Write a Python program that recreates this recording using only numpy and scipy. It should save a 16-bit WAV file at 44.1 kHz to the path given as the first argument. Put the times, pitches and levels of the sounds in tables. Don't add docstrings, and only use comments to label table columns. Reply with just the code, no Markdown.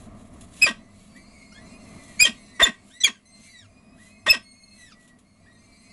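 import sys
import numpy as np
from scipy import signal
from scipy.fft import rfft, irfft
from scipy.io import wavfile
from scipy.ndimage import uniform_filter1d

SR = 44100
rng = np.random.default_rng(int(sys.argv[2]) if len(sys.argv) > 2 else 0)


def wav_out(sig):
    wavfile.write(sys.argv[1], SR, np.round(np.clip(np.atleast_2d(sig).T, -1, 1) * 32767).astype(np.int16))


N = 261072
T = np.arange(N) / SR


def undb(db):
    return 10 ** (np.asarray(db) / 20)


def unit(x):
    return x / np.sqrt(np.mean(x ** 2) + 1e-18)


def walk(rate, size=N):
    step = max(int(SR / rate), 2)
    held = np.repeat(rng.standard_normal(size // step + 1), step)
    smooth = uniform_filter1d(uniform_filter1d(held, step), step)
    return 1.3 * smooth[:size]


def noise(colour, size=N):
    points_hz, points_db = np.transpose(colour)
    hz = np.maximum(np.fft.rfftfreq(size, 1 / SR), 1)
    curve_db = np.interp(np.log(hz), np.log(points_hz), points_db)
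    spectrum = rfft(rng.standard_normal(size)) * undb(curve_db)
    return unit(irfft(spectrum, size))


def ring(x, modes):
    return sum(undb(db) * signal.lfilter(*signal.iirpeak(hz, hz / width, fs=SR), x)
               for hz, width, db in modes)


def butter(x, hz, kind, order=2):
    return signal.sosfilt(signal.butter(order, hz, kind, fs=SR, output="sos"), x)


def perform(notes, shape, voice, attack_s, release_s):
    out = np.zeros(N)
    for start, length, *traits in notes:
        on = (T > start) & (T < start + length + release_s)
        t = T[on] - start
        attack = np.minimum(t / attack_s, 1)
        release = np.minimum((length + release_s - t) / release_s, 1)
        out[on] += (attack * release) ** 2 * voice(*shape(t, length, *traits))
    return out


def whistle_shape(t, length, crest_s, start_hz, crest_hz, end_hz, db, second_db, third_db,
                  throb_hz, depth_db, wobble=.004):
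    swell_db, fade_db = 9.5, 16.5
    opening_db = 6
    before = np.clip(1 - t / crest_s, 0, 1)
    after = np.clip((t - crest_s) / (length - crest_s), 0, 1)
    hz = crest_hz + (start_hz - crest_hz) * before ** 2 + (end_hz - crest_hz) * after ** 1.2
    throb_db = depth_db * np.cos(2 * np.pi * throb_hz * (t - crest_s))
    level_db = db - swell_db * before ** 2 - fade_db * after ** 1.4 + throb_db
    dull_db = opening_db * before + throb_db
    hoarse = .022 * (before ** 2 + after) * walk(700, len(t))
    unsteady_hz = hz * (1 + wobble * walk(220, len(t)) + hoarse)
    return unsteady_hz, level_db, second_db - dull_db, third_db - dull_db


def whistle(hz, db, second_db, third_db, jitter=0.00083, flutter_db=1.7, rolloff_db=-7, rough=0.12,
            overtone_flutter_db=3.5):
    size = len(hz)
    shake = jitter + np.interp(db, [-44, -26], [.025, 0])
    phase = 2 * np.pi * np.cumsum(hz * (1 + shake * walk(900, size))) / SR
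    tone = np.sin(phase)
    for k, overtone_db in enumerate([second_db, third_db, third_db + rolloff_db], 2):
        tone = tone + undb(overtone_db + overtone_flutter_db * walk(400, size)) * np.sin(k * phase)
    level = undb(db + flutter_db * walk(300, size))
    return np.sqrt(2) * level * tone * (1 + rough * walk(3000, size))


# (start [s], length [s], time to the crest [s], start pitch [Hz], crest pitch [Hz],
# end pitch [Hz], relative level [dB], second harmonic [dB], third harmonic [dB], throb [Hz], throb depth [dB])
ADULT_WHISTLES = [ (0.611, 0.057, 0.026, 2417, 2549, 2328, -12, -6, -10, 148, 3),
                  (2.189, .068, 0.036, 2128, 2500, 2398, -13.5, -2.5, -3.5, 49.7, 4),
                  (2.231, 0.039, 0.025, 3330, 3202, 3205, -17, -12, -23.5, 60.4, 2.5),
                  (2.619, 0.034, .017, 3540, 3597, 3452, -9.5, -8.5, -24, 100, 0.5),
                  (2.998, 0.044, .016, 2000, 2007, 1910, -40.5, 6, 5.5, 90.6, 4),
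                  (3.031, 0.032, .016, 3700, 3280, 3270, -13, -8.5, -20.5, 110, 5),
                  (3.036, 0.045, .016, 2760, 2367, 1940, -18.5, -6, -6, 65.5, 4),
                  (4.279, 0.021, 0.0093, 3460, 3533, 3664, -16.5, -20, -40.5, 90, 2),
                  (4.285, 0.045, .030, 2612, 2607, 2610, -10.5, -3, -17, 70.3, 1.5), ]


def adult_whistles():
    return perform(ADULT_WHISTLES, whistle_shape, whistle, attack_s=0.0095, release_s=0.0045)


# (pulse rate [Hz], throat level [dB], fundamental level [dB])
RASP_RATE_RESPONSE = [(215, -10, -5), (243, -8, -9), (342, 3.5, -12), (480, 2, -15), (628, 5, -0.5),
                      (710.5, 4.5, -7.5)]


def rasp_shape(t, length, start_hz, end_hz, db, edge_db, ring_db):
    slide = (1 - np.cos(np.pi * np.clip(t / length, 0, 1))) / 2
    hz = start_hz * (end_hz / start_hz) ** slide
    rates, throat, fundamental = np.transpose(RASP_RATE_RESPONSE)
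    throat_db = np.interp(hz, rates, throat)
    body_db = np.interp(hz, rates, fundamental) - throat_db
    return hz, db + throat_db, body_db, edge_db, ring_db


def scatter(x):
    for lag in (11, 23, 37, 59):
        a = np.r_[1, np.zeros(lag - 1), .6]
        x = signal.lfilter(a[::-1], a, x)
    return x


# (frequency [Hz], width [Hz], level [dB])
RASP_RESONANCES = [(222, 20, -8.5), (354.9, 58, -10.5), (652, 40, -10.5), (1130, 200, -18.5),
                   (1585, 60, -15), (2640, 260, -1.5), (3170, 300, -6), (3420, 230, -17), (5000, 310, -18),
                   (5450, 130, -16), (6900, 280, -25.5), (7150, 910, -27.5), (7750, 250, -28),
                   (9600, 820, -25.5)]


def rasp(hz, db, body_db, edge_db, ring_db, jitter=.03, scatter_db=8.5, gas=.02):
    size = len(hz)
    cycles = np.cumsum(hz * (1 + jitter * walk(500, size))) / SR
    pulses = np.diff(np.floor(cycles), prepend=-1) * undb(scatter_db * walk(600, size))
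    puffs = gas * np.exp(-(cycles % 1) / 0.88) * rng.standard_normal(size)
    drive = pulses + puffs
    modes = RASP_RESONANCES + [(1891, 26, ring_db)]
    parts = []
    for lo, hi in ((170, 900), (900, 2250), (2250, 10800)):
        rung = ring(drive, [mode for mode in modes if lo < mode[0] <= hi])
        part = butter(rung, [lo, hi], "band", order=5)
        power = np.abs(uniform_filter1d(part ** 2, size=400))
        parts.append(part / np.sqrt(power + 1e-12))
    low, throat, edge = parts
    body = 1.3 * np.sin(2 * np.pi * cycles) + .4 * low
    return undb(db) * (undb(body_db) * body + scatter(throat + undb(edge_db) * edge))


# (start [s], length [s],
# start pulse rate [Hz], end pulse rate [Hz], relative level [dB], bright edge [dB], throat ring [dB])
ADULT_RASPS = [ (0.659, 0.055, 652, 219.7, -27, -1.5, -9.5), (2.246, .054, 642.8, 215.3, -29.5, 2.5, -2.5),
               (2.591, .036, 284.9, 686, -20, -9.5, 1), (2.646, 0.051, 548.8, 218.8, -24.5, -6.5, 2),
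               (3.063, .040, 570, 217.8, -34.5, 0, -3), (4.257, .027, 269.7, 620, -25, -7, -3),
               (4.322, 0.051, 655, 224.1, -32, -0.5, -5.5), ]


def adult_rasps():
    return perform(ADULT_RASPS, rasp_shape, rasp, attack_s=.009, release_s=0.015)


# (centre [s], width between 1/e points [s], peak level [dB])
CALL_THUMPS = [(0.647, 0.0015, -24.5), (2.225, 0.003, -35), (2.634, 0.009, -19.5), (3.054, 0.0045, -42.5),
               (4.308, 0.007, -26)]


def thumps():
    return sum(undb(db) * np.exp(-(2 * (T - s) / width) ** 2) for s, width, db in CALL_THUMPS)


def whine_shape(t, length, start_hz, held_hz, end_hz, scoop_s, db, overtones_db, drift=0.0037,
                swell_db=1.1):
    sag_s = 0.082
    crescendo_db = 3
    strain_db_per_octave = 5.5
    lift_hz, lift_width_hz, lift_peak_db = 1945, 120, 8.5
    t = np.clip(t, 0, length)
    scoop = (1 + t / scoop_s) ** -2
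    sag = (1 + (length - t) / sag_s) ** -2
    bend = (1 + (start_hz / held_hz - 1) * scoop) * (1 + (end_hz / held_hz - 1) * sag)
    quaver = (.004 + .07 * np.abs(1 - bend)) * walk(110, len(t))
    hz = held_hz * bend * (1 + drift * walk(6.7, len(t)) + quaver)
    lift_db = lift_peak_db * np.exp(-((hz - lift_hz) / lift_width_hz) ** 2)
    swell = swell_db * walk(7.2, len(t))
    effort_db = crescendo_db * (t / length - .5) + swell - strain_db_per_octave * np.log2(bend)
    return hz, db + lift_db + effort_db, overtones_db - lift_db


def whine(hz, db, overtones_db, jitter=0.0018, waver=0.004, flutter_db=3.5, breath=0.084, gain_db=-2):
    size = len(hz)
    hoarse = np.interp(hz, [1500, 1950], [1, 0])
    shake = jitter + .018 * hoarse
    unsteady_hz = hz * (1 + shake * walk(700, size) + waver * walk(49, size))
    phase = 2 * np.pi * np.cumsum(unsteady_hz) / SR
    harmonics_db = [0, overtones_db - 4.5, overtones_db - 10.0, overtones_db - 9.5, overtones_db - 11.5]
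    tone = np.zeros(size)
    for k, harmonic_db in enumerate(harmonics_db, 1):
        airy = 1 + breath * walk(760, size)
        tone += undb(harmonic_db + flutter_db * walk(45, size)) * np.sin(k * phase) * airy
    broken = undb(hoarse * (5 * walk(130, size) - 4))
    return np.sqrt(2) * undb(db + gain_db) * broken * tone


# (start [s], length [s], start pitch [Hz], held pitch [Hz], end pitch [Hz],
# scoop time [s], relative level [dB], overtones [dB])
CHICK_WHINES = [ (0.77, 0.15, 2020, 1903, 2075, 0.047, -70.5, 0),
                (0.93, .17, 2200, 2340, 2345, 0.12, -84, -7),
                (1.145, .09, 1557, 2288, 2150, 0.045, -60, -4),
                (1.22, 0.99, 2066, 2070, 1405, 0.037, -68, -2),
                (1.25, 0.35, 2320, 2480, 2530, 0.38, -66, 1.5),
                (1.515, 0.073, 1100, 1940, 1800, 0.045, -58, 1), (1.58, 0.6, 1812, 2137, 2030, 0.1, -69, 8),
                (1.65, 0.12, 2284, 2470, 2520, 0.071, -60, 0),
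                (1.76, 0.54, 2530, 2350, 2330, 0.11, -64, -11),
                (1.66, 0.23, 2620, 2840, 2550, .06, -66, -5), (2.36, .23, 2174, 1990, 1905, 0.11, -62, 4.5),
                (2.90, 0.085, 1450, 2130, 2130, 0.066, -63.5, 9),
                (3.13, 0.074, 1716, 1905, 1270, 0.039, -68.5, 3.5),
                (3.25, .405, 1990, 2140, 1320, 0.076, -63.5, 6.5),
                (3.55, .70, 2307, 2563, 2590, 0.37, -69.5, -1),
                (3.97, 0.302, 1166, 2077, 2125, 0.027, -64.5, -2),
                (4.42, 0.51, 2169, 2204, 1220, 0.063, -67.5, 10),
                (4.55, .36, 2433, 2617, 2520, .08, -70, -5), (4.78, .145, 2100, 2146, 1274, 0.059, -65, 4),
                (4.94, 0.2, 1928, 1942, 1905, 0.044, -70, -6), (5.23, .21, 2070, 2234, 2113, 0.071, -77, 4),
                (5.455, 0.1026, 1505, 2030, 1927, 0.026, -67, -10.5),
                (5.52, 0.45, 2043, 2116, 2020, 0.076, -69, 8),
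                (5.62, .29, 2230, 2380, 2620, 0.098, -72.5, 1), ]


def chick_whines():
    return perform(CHICK_WHINES, whine_shape, whine, attack_s=0.0076, release_s=0.014)


# (time [s], relative level [dB])
BROOD_LEVEL = [(0.0, -75), (1.25, -57), (1.73, -53), (2.39, -52.5), (3.25, -64.5), (3.51, -50.5),
               (3.64, -67.5), (4.88, -63), (5.16, -71.5), (5.92, -53.5)]
# (frequency [Hz], relative density [dB per Hz])
BROOD_AIR = [(1300, -30), (2000, -4), (2700, 1), (3200, -13), (4100, -2), (4700, -4.5), (5600, -6.5),
             (6400, -15.5), (7100, -4.5), (8200, 0), (9000, -18.5), (10400, -6), (11200, -24)]


def brood(hz=2130, spread=.045, hiss_db=-4, count=3):
    voices = sum(whine(hz * (1 + spread * walk(3.0)), 4 * walk(15), np.zeros(N)) for _ in range(count))
    air = undb(hiss_db + 2 * walk(29)) * noise(BROOD_AIR)
    level_db = np.interp(T, *np.transpose(BROOD_LEVEL))
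    return undb(level_db) * (unit(voices) + air) / 2


# (frequency [Hz], width [Hz], level [dB])
BOX_RESONANCES = [(238, 18, -5), (646, 45, -18), (1610, 53, -15.5), (1795, 41, -10), (2640, 23, -25),
                  (3122, 20, -26.5)]


def box(x, wet_db, t60, damp_hz=8000):
    t = T[:SR // 4]
    build_up = np.minimum(t / .004, 1)
    decay = np.exp(-np.log(1000) * t / t60)
    tail = butter(rng.standard_normal(len(t)), damp_hz, "low") * decay * build_up
    tail /= np.sqrt(np.sum(tail ** 2))
    return x + undb(wet_db) * signal.fftconvolve(x, tail)[:N] + ring(x, BOX_RESONANCES)


# (centre [s], width between 1/e points [s], relative level [dB])
NOISE_SWELLS = [(0.006, 0.13, -59), (0.208, 0.15, -64), (0.408, 0.21, -62.5), (0.596, 0.13, -49.5),
                (1.03, 0.23, -62), (2.087, 0.6, -58.5), (2.907, 0.15, -63), (3.45, 0.14, -59.5),
                (4.051, 0.14, -59), (4.815, 0.17, -60.5), (5.029, 0.094, -64)]
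# (time [s], relative peak level [dB])
GRAVEL_TICKS = [(0.409, -42.5), (1.1627, -47.5), (2.0884, -51), (5.0769, -47), (5.1873, -50)]
# (frequency [Hz], relative density [dB per Hz])
SWELL_SPECTRUM = [(300, -43), (1500, -10), (2700, -4), (4000, -3.5), (4700, -11.5), (5600, -9),
                  (7400, -1.5), (8700, -5.5), (10200, 1), (11500, -2.5), (14000, -35)]


def nest(tick_s=0.017, tick_db=-9, grain_db=2.0):
    swells = sum(undb(db) * np.exp(-(2 * (T - s) / width) ** 2) for s, width, db in NOISE_SWELLS)
    ticks = sum(undb(db + tick_db) * (T >= s) * np.exp(-np.abs(T - s) / tick_s) for s, db in GRAVEL_TICKS)
    grain = undb(grain_db * walk(220) + 0.5)
    return noise(SWELL_SPECTRUM) * (swells * grain + ticks)


# (time [s], level [dB])
RUMBLE_LEVEL = [(0.0, -46), (0.51, -46.5), (0.77, -51.5), (1.53, -49), (2.04, -47), (3.15, -58), (4.3, -53),
                (4.47, -57.5), (5.92, -54)]
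# (frequency [Hz], relative density [dB per Hz])
AIR_SPECTRUM = [(20, 4), (50, -3), (100, -1), (125, -7.5), (205, 3), (255, 0), (310, -9.5), (520, -16.5),
                (670, -6.5), (820, -22.5), (1150, -13.5), (1500, -29), (2000, -23.5), (3000, -36.5)]


def rumble(flicker_db=1.85, gust_db=-49, gust_s=0.69):
    level_db = np.interp(T, *np.transpose(RUMBLE_LEVEL)) + flicker_db * walk(12.0)
    boom = undb(level_db) * butter(noise(AIR_SPECTRUM), 4300, "low")
    gust_noise = noise([(20, -2.5), (60, -0.5), (200, -18.0), (1000, -64)])
    return boom + undb(gust_db) * np.exp(-T / gust_s) * gust_noise


# (frequency [Hz], level before flutter [dB])
HUM_TONES = [(99, -71), (206, -70.5), (251, -74)]


def hum(waver=0.011, flutter_db=6.5):
    out = np.zeros(N)
    for hz, db in HUM_TONES:
        phase = 2 * np.pi * np.cumsum(hz * (1 + waver * walk(19))) / SR
        out += undb(db + flutter_db * walk(13.0)) * np.sin(phase)
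    return np.sqrt(2) * out


# (frequency [Hz], relative density [dB per Hz])
HISS_SPECTRUM = [(500, -14), (2300, 3), (3200, -2.5), (4200, -4.5), (5000, -5), (7500, -4.5), (9000, -5.5),
                 (10400, 4.5), (11500, -8), (13000, -35)]


def hiss(level_db=-72):
    return undb(level_db) * noise(HISS_SPECTRUM)


def scene():
    whistles = box(adult_whistles(), wet_db=-19.0, t60=0.17, damp_hz=10900)
    rasps = box(adult_rasps(), wet_db=-13.0, t60=0.2, damp_hz=10900)
    chicks = undb(-0.5) * box(chick_whines() + brood(), wet_db=-5.5, t60=.12, damp_hz=10700)
    nest_sounds = box(nest(), wet_db=-6, t60=.06)
    mix = whistles + rasps + thumps() + chicks + nest_sounds + rumble() + hum() + hiss()
    return mix[None]


def record(dry, limit=0.52):
    dull = butter(dry, 10900, "low", order=14)
    fine = signal.resample_poly(dull, 4, 1, axis=-1)
    squashed = fine / (1 + (fine / limit) ** 8) ** (1 / 8)
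    overloaded = signal.resample_poly(squashed, 1, 4, axis=-1)
    no_subsonics = butter(overloaded, 26, "high", order=1)
    top_cut = signal.ellip(8, .2, 70, 14700, fs=SR, output="sos")
    return signal.sosfilt(top_cut, no_subsonics)


dry = scene()
out = record(dry)
wav_out(out)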